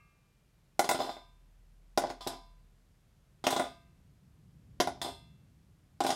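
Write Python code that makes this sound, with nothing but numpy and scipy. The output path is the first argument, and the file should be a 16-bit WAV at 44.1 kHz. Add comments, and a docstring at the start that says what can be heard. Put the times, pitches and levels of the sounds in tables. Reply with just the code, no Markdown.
"""Small metal toy coins drop one by one into a plastic tub in a quiet room: each knocks, bounces, rattles to rest.
Tub knocks and long metal rings are sums of decaying modes; ticks and shimmer are dense crowds of modes.
One echo and a diffuse tail set knocks, ticks and shimmer in the room; a coin in the hand rings at the start.
Under it lie shaped-noise hiss, a far engine (drifting sine) and traffic rumble (noise) with passing vehicles."""
import sys
import numpy as np
from scipy import signal
from scipy.fft import rfft, irfft, next_fast_len
from scipy.io import wavfile

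SR = 44100
rng = np.random.default_rng(int(sys.argv[2]) if len(sys.argv) > 2 else 0)


def log_audio(samples):
    """Write samples as a 16-bit WAV file to the path given in sys.argv[1]."""
    # one column per channel
    frames = np.atleast_2d(samples).T
    # limit to full scale, then quantise
    limited = np.clip(frames, -1, 1)
    pcm = np.round(limited * 32767).astype(np.int16)
    wavfile.write(sys.argv[1], SR, pcm)


N = 271215

CUTOFF_HZ = 16200
AGE = np.arange(int(1.2 * SR)) / SR   # s since a touch


def from_db(db):
    """Decibels to amplitude gain."""
    return 10 ** (np.asarray(db) / 20)


def rms_one(x):
    """Scale to rms 1."""
    return x / np.sqrt(np.mean(x ** 2) + 1e-20)


def at_hz(points, hz):
    """Interpolate a table on a log-frequency axis."""
    known_hz, values = np.transpose(points)
    return np.interp(np.log(np.maximum(hz, 1)), np.log(known_hz), values)


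def dying(t60_s):
    """Exponential decay, 60 dB in t60_s."""
    return np.exp(-np.log(1000) * AGE / t60_s)


def noise(spectrum, size):
    """Steady Gaussian noise of the given colour, rms 1."""
    padded = next_fast_len(size)
    hz = np.fft.rfftfreq(padded, 1 / SR)
    white = rfft(rng.standard_normal(padded))
    coloured = irfft(white * from_db(at_hz(spectrum, hz)), padded)
    return rms_one(coloured[:size])


def add(track, s, sound):
    """Mix a sound in from time s, which may lie before the start."""
    start = round(s * SR)
    part = sound[max(-start, 0):max(N - start, 0)]
    track[max(start, 0):max(start, 0) + len(part)] += part


def play(sounds, times_s, levels_db):
    """Put each touch's sound at its time and level."""
    track = np.zeros(N)
    for sound, s, db in zip(sounds, times_s, levels_db):
        add(track, s, from_db(db) * sound)
    return track


def hiss():
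    """Steady faint noise, falling towards the treble."""
    # hiss spectrum: f/Hz, relative density/dB
    hiss_spectrum = [(180, -21), (300, -8.5), (713, -12), (870, -13.5), (961, -14), (1480, -16),
                     (2000, -17.5), (13100, -26.5), (16000, -39)]
    return from_db(-76) * noise(hiss_spectrum, size=N)


def far_engine():
    """An engine idling far off: a sine near 40 Hz, slowly drifting in pitch and level."""
    idle_hz, wander_hz, gain_db = 40, 0.28, 2
    # drone level: t/s, level before gain_db/dB
    drone_levels = [(0.0, -77.5), (0.68, -75), (1.32, -63), (2.53, -59), (2.93, -72.5), (5.89, -87),
                    (6.15, -78.5)]
    now = np.arange(N) / SR
    s, level_db = np.transpose(drone_levels)
    level = from_db(gain_db + np.interp(now, s, level_db))
    engine_hz = idle_hz + wander_hz * np.interp(now, s, rng.standard_normal(len(s)))
    tone = np.sin(2 * np.pi * np.cumsum(engine_hz) / SR)
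    return level * rms_one(tone)


def traffic():
    """Low rumble; a passing vehicle's power falls with distance squared."""
    steady_db = -70
    # rumble spectrum: f/Hz, relative density/dB
    rumble_spectrum = [(20, -21.5), (38, -12), (58, 3.5), (90, -1), (160, 0.5), (240, -13), (400, -23),
                       (800, -42.5), (2000, -65.5)]
    # vehicles going by: t nearest/s, time to half power/s, level nearest/dB
    passes = [(3.85, .15, -63.5), (4.949, .4, -56.5)]
    now = np.arange(N) / SR
    power = from_db(steady_db) ** 2
    for near_s, half_s, db in passes:
        power = power + from_db(db) ** 2 / (1 + ((now - near_s) / half_s) ** 2)
    return np.sqrt(power) * noise(rumble_spectrum, size=N)


def room(x, echo_s, echo_db, tail_db, build_s):
    """Direct sound, one strong echo off a near wall, and a diffuse noise tail with its own decay per band."""
    # diffuse tail bands: centre f/Hz, relative level/dB, t60/s
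    tail_bands = [(100, -5.5, 0.06), (300, -1.5, 0.29), (750, 0, .25), (2060, 2, 0.23), (4960, -5, 0.36),
                  (10000, 9, 0.15), (15600, 5, 0.063)]
    white = rfft(rng.standard_normal(len(AGE)))
    hz = np.fft.rfftfreq(len(AGE), 1 / SR)
    tail = np.zeros(len(AGE))
    for centre_hz, db, t60_s in tail_bands:
        band = at_hz([(f, float(f == centre_hz)) for f, *_ in tail_bands], hz)   # triangle on log f
        tail += from_db(db) * irfft(white * band, len(AGE)) * dying(t60_s)
    tail *= 1 - np.exp(-AGE / build_s)
    response = from_db(tail_db) * tail / np.sqrt(np.sum(tail ** 2))
    response[round(echo_s * SR)] += from_db(echo_db)
    return x + signal.fftconvolve(x, response)[:N]


def picked_coin():
    """Faint modes of a coin just picked off the stack, still ringing in the hand at the start."""
    # picked coin's modes: f/Hz, relative level/dB, t60/s
    picked_modes = [(1170, -1.5, 0.96), (1230, -2, 0.6), (1631, -7.5, 0.98), (2136, -1, 0.63),
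                    (2390, -6, 2.1), (2643, -5.5, 1.0), (2710, -5, 0.56)]
    ring = np.zeros(len(AGE))
    for hz, db, t60_s in picked_modes:
        ring += from_db(db) * dying(t60_s) * np.sin(2 * np.pi * (hz * AGE + rng.random()))
    return play([ring], [0], [-68])


def rattle(start_s, length_s, knock_db, ring_db, count):
    """A tumbling or settling coin: touches, on average ever closer and weaker, in the columns of the hits."""
    hop_keeps, hop_jitter = .85, .2   # share of the last hop's time; log spread
    hop_loss_db, hop_spread_db = 3.19, 1
    tick_re_knock_db, hardness = -11.5, -4.5
    hop = np.arange(count)
    timing, *strength = rng.standard_normal((count, 4)).T
    flight = hop_keeps ** hop * np.exp(hop_jitter * timing)
    s = start_s + length_s * (np.cumsum(flight) - flight) / flight[:-1].sum()
    knock, tick, ring = hop_spread_db * np.array(strength) - hop_loss_db * hop
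    tick_db = knock_db + tick_re_knock_db + tick
    return np.transpose([s, knock_db + knock, tick_db, ring_db + ring, np.full(count, hardness)])


def all_touches():
    """Every touch of a coin: landings and big bounces, then the rattles."""
    # landings, big bounces: t/s, relative knock, tick and ring levels/dB, hardness (tick tilt)/dB per octave
    hits = [(.793, -17, -28, -43, 2.5), (.8436, -28, -37, -38.5, -0.5), (.891, -18.5, -28.5, -31, 5),
            (.912, -21.5, -30.5, -39, 1), (1.003, -26, -55, -34, 1), (1.092, -33, -61, -38.5, -3),
            (1.167, -41.5, -70, -65.5, 0), (1.9754, -18, -26, -53.5, 0), (2.038, -28, -50, -43.5, -5),
            (2.101, -32, -40, -70, -3.5), (2.208, -47, -53, -38.5, -1.5), (2.266, -31, -48, -42.5, -10),
            (2.272, -40, -33.5, -36.5, 0), (3.4408, -29.5, -39.5, -31.5, -2.5),
            (3.4675, -18.5, -23, -41, -3), (3.505, -29.5, -34.5, -28, 2.5),
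            (3.564, -28.5, -32.5, -30.5, -3.5), (3.597, -21, -35, -46.5, 0.5),
            (4.8013, -18, -22, -52, -2.5), (4.873, -27, -36.5, -52, -2), (4.974, -50.5, -79, -82, -7),
            (5.0155, -36.5, -34.5, -30, -1), (6.0046, -22, -31.5, -35, -3.5), (6.038, -37, -39, -56, 2),
            (6.0655, -27.5, -33.5, -28.5, 1), (6.104, -28, -31.5, -30, -1)]
    # rattles: start t/s, first to last touch/s, first relative knock level/dB, first relative ring level/dB
    rattles = [(0.946, .13, -27, -34.5), (2.018, .11, -34, -58), (2.302, 0.053, -41, -51),
               (3.526, .13, -24.5, -35.5), (4.886, 0.082, -56, -64), (5.047, 0.056, -33, -45),
               (6.047, 0.16, -25, -35.5)]
    return np.vstack([hits] + [rattle(*row, count=6) for row in rattles])


def struck(touches, modes, spread_db, phase_spread_rad, lift_db=0):
    """One modal ring per touch: each lands on another spot and so weights the modes differently."""
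    shape = (len(touches), len(modes))
    gains = from_db(lift_db + spread_db * rng.standard_normal(shape))
    weights = gains * np.exp(1j * phase_spread_rad * rng.standard_normal(shape))
    rings = np.array([from_db(db) * dying(t60_s) * np.exp(2j * np.pi * hz * AGE)
                      for hz, db, t60_s in modes])
    return (weights @ rings).imag


def tub(touches):
    """Hollow knocks of the plastic; a flat landing drives the low modes harder than an edge does."""
    # plastic tub modes: f/Hz, relative level/dB, t60/s
    tub_modes = [(146, -23.5, 0.069), (262.4, -13.5, 0.11), (356.5, -15.5, 0.12), (406, -6, .05),
                 (534.8, -8, 0.034), (621, -2.5, 0.035), (707.3, -0.5, 0.044), (780, 0.5, 0.03),
                 (991, -4, 0.039), (1137, -13.5, .03), (1400, -14, 0.048), (1451, -16.5, 0.07),
                 (2037, -13.5, 0.031), (2165, -18, 0.031), (2620, -13, 0.015)]
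    s, knock_db, _, _, hardness = touches.T
    mode_hz = np.array(tub_modes)[:, 0]
    tilt_db = 0.61 * hardness[:, None] * np.log2(mode_hz / np.median(mode_hz))
    knocks = from_db(0.5) * struck(touches, tub_modes, spread_db=1.5, phase_spread_rad=0.71, lift_db=tilt_db)
    knocks *= 1 - dying(0.0058)   # the plastic gives way before it swings
    no_bass = signal.butter(2, 70, "high", fs=SR, output="sos")   # so small a body radiates no deep bass
    return signal.sosfilt(no_bass, play(knocks, s, knock_db))


def coin_lift(times_s, hz):
    """Per touch and frequency, the dB by which the falling coin favours or weakens that pitch."""
    # each coin's own range: let go t/s, centre f/Hz, width/octaves, lift at centre/dB
    coin_ranges = [(.7, 4130, .04, 9.5), (1.9, 5010, .25, 7.5), (3.4, 4850, 0.23, -1.5),
                   (4.7, 4330, 0.42, 6), (5.9, 3600, 0.055, 2)]
    starts_s, centre_hz, width_oct, lift_db = np.transpose(coin_ranges)
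    coin = np.searchsorted(starts_s, times_s)[:, None] - 1
    off_centre = np.log2(hz / centre_hz[coin]) / width_oct[coin]
    return lift_db[coin] * np.exp(-.5 * off_centre ** 2)


def bursts(touches, spectrum, t60_s, patchy_db, coin_share, count):
    """One burst per touch from a crowd of close modes, coloured by the coin; a hard edge is brighter."""
    hz = np.fft.rfftfreq(len(AGE), 1 / SR)
    low, high = spectrum[0][0], min(spectrum[-1][0], CUTOFF_HZ)
    mode_hz = low + (high - low) * (np.arange(count) + rng.random(count)) / count
    bins = np.searchsorted(hz, mode_hz)
    regions_hz = np.geomspace(low, high, 20)
    lines = np.zeros((len(touches), len(hz)), complex)
    for row, (*_, hardness), coin_db in zip(lines, touches, coin_lift(touches[:, 0], mode_hz)):
        # each spot favours other modes
        spot_db = np.interp(mode_hz, regions_hz, patchy_db * rng.standard_normal(len(regions_hz)))
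        tilt_db = hardness * np.log2(mode_hz / low)
        mode_db = at_hz(spectrum, mode_hz) + spot_db + coin_share * coin_db + tilt_db
        row[bins] = from_db(mode_db) * np.exp(2j * np.pi * rng.random(count))
    waves = irfft(lines, len(AGE))
    return np.array([rms_one(wave) for wave in waves]) * dying(t60_s)


def chatter(touches, depth_db, per_s):
    """A landing coin rocks from edge to edge, so its tick dies in uneven steps."""
    steps = rng.standard_normal((len(touches), 1000))
    wobble = np.array([np.interp(AGE * per_s, np.arange(len(row)), row) for row in steps])
    return from_db(depth_db * wobble)


def coin_ticks(touches):
    """The hard tick of a coin's edge: dense, short-lived high modes."""
    # tick spectrum: f/Hz, relative density/dB
    tick_spectrum = [(1000, -1.5), (2000, -3.5), (2900, -4.5), (3700, 2.5), (4500, -2), (5300, 1),
                     (7200, -3), (9500, -8), (12000, -13.5), (16000, -16.5)]
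    ticks = bursts(touches, tick_spectrum, t60_s=0.057, patchy_db=3.0, coin_share=.4, count=400)
    ticks *= from_db(-1.5) * chatter(touches, depth_db=3.0, per_s=400)
    return play(ticks, touches[:, 0], touches[:, 2])


def coin_shimmer(touches):
    """The weak overtones of the coins: dense modes that outlast the tick."""
    # shimmer spectrum: f/Hz, relative density/dB
    shimmer_spectrum = [(1500, -15), (2800, -6), (3500, 6.5), (4400, -5.5), (5100, 6.5), (5900, -9.5),
                        (7300, -7), (9000, -9.5), (12000, -13), (16000, -22)]
    shimmer = bursts(touches, shimmer_spectrum, t60_s=0.34, patchy_db=3.0, coin_share=.3, count=400)
    return play(from_db(-12.5) * shimmer, touches[:, 0], touches[:, 3])


def coin_rings(touches):
    """The long clear ring of the metal: separate modes, weighted by the coin's own range."""
    # ringing metal modes: f/Hz, relative level/dB, t60/s
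    metal_modes = [(680, 0.5, 0.43), (772, -1, 0.35), (928, -6, 0.47), (1005, -2.5, 0.6), (1185, -13, 0.56),
                   (1220, -8, 0.51), (1572, -20, 0.79), (1640, -25.5, 0.48), (2040, -24.5, 0.43),
                   (2070, -25.5, 0.82), (2190, -23, 0.71), (2370, -29.5, 1), (2690, -27, 1),
                   (2640, -28, 0.87), (3440, -12.5, .33), (3410, -12.5, 0.6), (3530, -6, .3),
                   (3595, -11, 0.53), (3600, -19.5, .32), (4070, -19, 0.39), (4050, -21.5, 0.33),
                   (4080, -16.5, 0.6), (4230, -20, 0.26), (4330, -15.5, 0.38), (4710, -22, .55),
                   (4940, -20, 0.48), (4850, -13, 0.19), (5050, -13.5, 0.44), (5570, -17, .3),
                   (6309, -18.5, 0.33), (7224, -16, .29)]
    s = touches[:, 0]
    lift_db = coin_lift(s, np.array(metal_modes)[:, 0])
    rings = struck(touches, metal_modes, spread_db=4.5, phase_spread_rad=2.3, lift_db=lift_db)
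    return play(from_db(-13.5) * rings, s, touches[:, 3])


def scene():
    """Coins and tub over the background, one channel; the long rings bypass the room."""
    background = hiss() + far_engine() + traffic()
    touches = all_touches()
    clatter = tub(touches) + coin_ticks(touches) + coin_shimmer(touches)
    clatter = room(clatter, echo_s=.0063, echo_db=-11.5, tail_db=-3.5, build_s=0.002)
    return (background + picked_coin() + clatter + coin_rings(touches))[None]


def record(dry):
    """The recorder cuts the top steeply: elliptic low-pass."""
    return signal.sosfilt(signal.ellip(10, .1, 80, CUTOFF_HZ, fs=SR, output="sos"), dry)


dry = scene()
out = record(dry)
log_audio(out)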